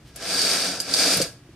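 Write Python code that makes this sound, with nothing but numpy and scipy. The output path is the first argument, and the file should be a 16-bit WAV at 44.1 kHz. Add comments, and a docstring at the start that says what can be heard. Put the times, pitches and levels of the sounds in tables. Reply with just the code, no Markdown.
"""Plastic runners slide along a rail as heavy curtains are drawn open in two pulls in a small bedroom.
After a faint rustle of grabbed cloth, stick-slip friction makes a rasp and drives the rail's low
modes into a drone. The runners chatter in the track, and single ones collide with a snap and a ring.
The bunching curtain ends in soft, damped thumps. The room adds short reverberation and a low hum of noise."""
import sys
import numpy as np
from scipy import signal
from scipy.fft import rfft, irfft, next_fast_len
from scipy.io import wavfile

SR = 44100
rng = np.random.default_rng(int(sys.argv[2]) if len(sys.argv) > 2 else 0)


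def unload_wav(signal):
    """Save mono or channel-first audio to the path in sys.argv[1] as 16-bit WAV at rate SR, clipped to [-1, 1]."""
    wavfile.write(
        sys.argv[1],
        SR,
        np.round(np.clip(np.atleast_2d(signal).T, -1, 1) * 32767).astype(np.int16),
    )


N = 68355
T = np.arange(N) / SR

# spectrum of the room's background: (f/Hz, relative level/dB)
ROOM_SPECTRUM = [(20, -24), (40, 0), (58, 7.5), (85, 4), (125, 9.5), (200, -1), (320, 1), (450, -11),
                 (900, -14.5), (2400, -17.5), (5000, -25.5), (10000, -31), (15000, -41)]
# effort of the two pulls, as the level of sliding: (t/s, level/dB)
PULL_EFFORT = [(0.0, -69.5), (0.148, -57.5), (0.166, -44), (0.195, -42), (0.235, -33.5), (0.33, -28.5),
               (0.5, -26), (0.67, -28.5), (0.745, -34.5), (0.79, -37.5), (0.84, -41.5), (0.91, -31),
               (0.97, -25), (1.12, -24), (1.22, -30), (1.255, -37), (1.3, -51), (1.4, -69.5)]
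# spectrum of the sliding friction: (f/Hz, relative level/dB)
FRICTION_SPECTRUM = [(60, -28), (150, -10.5), (400, -1.5), (720, -3.5), (880, -8), (1130, -5.5),
                     (1350, -1.5), (1700, -2), (1950, -6), (2350, 1), (3000, -4.5), (3400, -2), (4250, 0),
                     (5600, 2.5), (6300, -2.5), (7650, -5), (8250, -4.5), (9450, -3.5), (10000, -8),
                     (12300, -13.5), (13500, -19), (15500, -39)]
# modes of a plastic runner: (f/Hz, relative level/dB, T60/s)
RUNNER_MODES = [(3850, -15.5, 0.013), (4560, -15.5, 0.029), (4701, -2, 0.011), (4822, -10.5, 0.021),
                (5220, -19, 0.0072), (5280, -14.5, 0.014), (8400, -13, .014)]
# chatter relative to the pull: (t/s, level/dB)
CHATTER_LEVEL = [(0.0, -14), (0.21, -18), (0.28, -2.5), (0.41, 2.5), (0.5, -1.5), (0.7, -3), (0.88, -3.5),
                 (1.0, 0.5), (1.08, -3.5), (1.22, -6), (1.3, -11)]
# modes of the rail on its brackets: (f/Hz, relative level/dB, T60/s)
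RAIL_MODES = [(185.8, -11, 0.29), (275.2, -5, 0.18), (346, -4, 0.058), (473.2, -0.5, 0.074),
              (597.4, 1.5, 0.043), (675.3, -2, 0.14), (771, -8.5, 0.06), (1352, -2, 0.075),
              (1564, 1, 0.026), (1652, -4.5, 0.12)]
# drone of the loaded rail relative to the pull: (t/s, level/dB)
DRONE_LEVEL = [(0.1, -2.5), (0.23, -6), (0.33, -7), (0.55, -8.5), (0.82, -1.5), (0.95, -9), (1.07, -4.5),
               (1.2, -10), (1.29, -1)]
# runners colliding: (t/s, relative ring level/dB, relative snap level/dB, snap centre f/Hz)
COLLISIONS = [(0.160, -30.5, -16.5, 9900), (0.340, -22, -27, 6840), (0.394, -30, -20, 7000),
              (0.4167, -12, -9, 8000), (0.4548, -19, -21, 7000), (0.5152, -10, -31, 7000),
              (0.793, -36, -22, 7000), (0.8011, -17, -11, 9900), (0.8021, -13.5, -8, 6960),
              (0.816, -43, -16, 9000), (0.9386, -6.5, -7, 7400), (0.9957, -12.5, -18, 6900),
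              (1.1353, -8, -16, 7900), (1.1418, -13, -6.5, 7750), (1.1700, -23, -5.5, 9900),
              (1.2161, -12, -4.5, 7900), (1.2221, -15, -5, 7400)]
# soft blows of the bunched curtain: (t/s, level/dB, f/Hz)
CLOTH_BLOWS = [(1.166, -22, 182), (1.183, -21.5, 140), (1.2008, -15.5, 478.3), (1.2031, -20.5, 322),
               (1.2047, -23, 185), (1.2062, -16, 516), (1.227, -24.5, 162), (1.254, -33.5, 510),
               (1.490, -38, 329)]
# gain of the left-right difference in diffuse sound: (f/Hz, level/dB)
SIDE_SPECTRUM = [(60, -54), (125, -118), (250, -34), (500, -12.5), (1000, -9.5), (2000, -8), (4000, 0),
                 (12000, 2)]

SLIPS_PER_S, SLIP_SPREAD_DB = 7000, 2


def from_db(db):
    """Amplitude grows tenfold for every 20 dB."""
    return 10 ** (np.asarray(db) / 20)


def unit_rms(x):
    """Normalisation to unit mean power."""
    return x / np.sqrt(np.mean(x ** 2) + 1e-20)


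def in_time(rows):
    """Linear interpolation between (t/s, value) points."""
    return np.interp(T, *np.transpose(rows))


def colour(x, points):
    """Minimum-phase filter through (f/Hz, level/dB) points."""
    size = 2 * next_fast_len(N)
    hz, db = np.transpose(points)
    grid_hz = np.maximum(np.arange(size // 2 + 1) * SR / size, 1)
    gain = from_db(np.interp(np.log(grid_hz), np.log(hz), db))
    cepstrum = irfft(np.log(gain))
    cepstrum[1:size // 2] *= 2  # folding makes the filter causal
    cepstrum[size // 2 + 1:] = 0
    return irfft(rfft(x, size) * np.exp(rfft(cepstrum)))[..., :N]


def cut(x, hz, kind, order=2):
    """Butterworth low- or high-pass filter."""
    return signal.sosfilt(signal.butter(order, hz, kind, fs=SR, output="sos"), x)


def resonance(x, hz, width_hz):
    """Two-pole resonator with unit peak gain."""
    r = np.exp(-np.pi * width_hz / SR)
    poles = [1, -2 * r * np.cos(2 * np.pi * hz / SR), r * r]
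    return signal.lfilter(np.array([1, 0, -1]) * (1 - r * r) / 2, poles, x)


def ring(clicks, modes):
    """Modal superposition: each contact excites each damped mode with its own strength."""
    total = 0
    for hz, db, t60 in modes:
        r, w = from_db(-60 / (t60 * SR)), 2 * np.pi * hz / SR
        force = clicks * from_db(db + 2 * rng.standard_normal(N))
        total += signal.lfilter([.5, 0, -.5], [1, -2 * r * np.cos(w), r * r], force + 1e-18)
    return total


def contacts(per_s, spread_db):
    """Poisson process: random impulses of uneven size and sign."""
    sizes = from_db(spread_db * np.minimum(rng.exponential(1, N), 3))
    return sizes * rng.choice([-1, 1], N) * (rng.random(N) < per_s / SR)


def decay(start_s, t60):
    """Exponential decay from 1, falling 60 dB in t60 seconds."""
    return (T >= start_s) * from_db(-60 * np.maximum(T - start_s, 0) / t60)


def stereo(mid, side):
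    """Sum and difference give left and right, nearly coherent in the bass."""
    return mid + colour(side, SIDE_SPECTRUM) * np.array([[1], [-1]])


def room_noise():
    """Stationary noise, strongest in the bass, forms the background."""
    mid, side = unit_rms(colour(rng.standard_normal((2, N)), ROOM_SPECTRUM))
    return from_db(-49.5) * stereo(mid, side)


def cloth_rustle(peak_s=0.082, half_width_s=0.029):
    """Friction between fibres makes a faint crackle as the hand grabs the cloth."""
    fibres = unit_rms(resonance(contacts(SLIPS_PER_S, SLIP_SPREAD_DB), hz=2800, width_hz=2900))
    return fibres * from_db(-55.5) * np.exp(-((T - peak_s) / half_width_s) ** 2)


def runner_rasp(pull_db, flutter_db=1.0, flutter_hz=32, full_pull_db=-25):
    """Stick-slip friction: tiny slips of the runners merge into a rasp, brighter with speed."""
    friction = unit_rms(colour(contacts(SLIPS_PER_S, SLIP_SPREAD_DB), FRICTION_SPECTRUM))
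    flutter = unit_rms(cut(rng.standard_normal(2 * N), flutter_hz, "low")[N:])
    rasp = friction * from_db(pull_db + 1 + flutter_db * flutter)
    treble = cut(rasp, 6350, "high", order=1)
    treble_gain = from_db(0.63 * np.maximum(pull_db - full_pull_db, -20))
    return rasp + treble * (treble_gain - 1)


def runner_chatter(pull_db):
    """Impact excitation: runners jiggle in the track and ring at their natural frequencies."""
    rings = sum(ring(contacts(per_s=900, spread_db=1.8), [mode]) for mode in RUNNER_MODES)
    return unit_rms(rings) * from_db(pull_db + in_time(CHATTER_LEVEL))


def rail_drone(pull_db):
    """Forced vibration: random slips drive the rail's low modes."""
    rings = sum(ring(contacts(SLIPS_PER_S, SLIP_SPREAD_DB), [mode]) for mode in RAIL_MODES)
    return unit_rms(rings) * from_db(pull_db + in_time(DRONE_LEVEL))


def sliding(side_db=-4.2, left_over_right_db=0.5):
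    """Incoherent sources: runners spread along the rail make a wide sound."""
    pull_db = in_time(PULL_EFFORT)
    mid, side = (runner_rasp(pull_db) + runner_chatter(pull_db) + rail_drone(pull_db) for _ in range(2))
    balance = from_db([[left_over_right_db / 2], [-left_over_right_db / 2]])
    return stereo(mid, from_db(side_db) * side) * balance


def runner_clacks():
    """Collision: one runner hits the next with a broadband snap and rings in free vibration."""
    clicks, snaps = np.zeros(N), 0
    for start_s, ring_db, snap_db, hz in COLLISIONS:
        clicks[int(start_s * SR)] += from_db(ring_db)
        burst = rng.standard_normal(N) * decay(start_s, t60=0.028)
        snaps += from_db(snap_db) * resonance(burst, hz, width_hz=4600)
    rings = resonance(ring(clicks, RUNNER_MODES), hz=5130, width_hz=1600)  # band that a knock drives
    return from_db(-3.5) * rings + from_db(-11.5) * cut(snaps, 12900, "low", order=4)


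def curtain_thumps(attack_s=0.0033):
    """Damped oscillation: dull knocks as the curtain piles up at the end of the rail."""
    knocks = 0
    for start_s, db, hz in CLOTH_BLOWS:
        envelope = decay(start_s, t60=0.062) - decay(start_s, attack_s)
        knocks += from_db(db) * envelope * np.sin(2 * np.pi * hz * (T - start_s))
    return cut(knocks, 94, "high")


def reflections(x, db, t60):
    """Diffuse reflection: convolution with exponentially decaying noise, thinned in the bass."""
    response = from_db(db) * unit_rms(rng.standard_normal((2, N)) * decay(0.00024, t60)) / np.sqrt(N)
    response = cut(response, 617, "high", order=1)
    mid, side = signal.fftconvolve(response, x[None], axes=1)[:, :N]
    return stereo(mid, side)


def scene():
    """Superposition of the direct sound, early reflections, reverberation and background."""
    slide = sliding()
    clacks = runner_clacks()
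    early = reflections(clacks, db=0.5, t60=0.045)  # off window and ceiling
    curtain = cloth_rustle() + slide + clacks + early + curtain_thumps()
    return room_noise() + curtain + reflections(curtain.mean(axis=0), db=-10, t60=0.28)


def record(dry):
    """Band limiting: a steep elliptic low-pass removes the highest treble."""
    return signal.sosfilt(signal.ellip(12, .1, 90, 15550, fs=SR, output="sos"), dry)


dry = scene()
out = record(dry)
unload_wav(out)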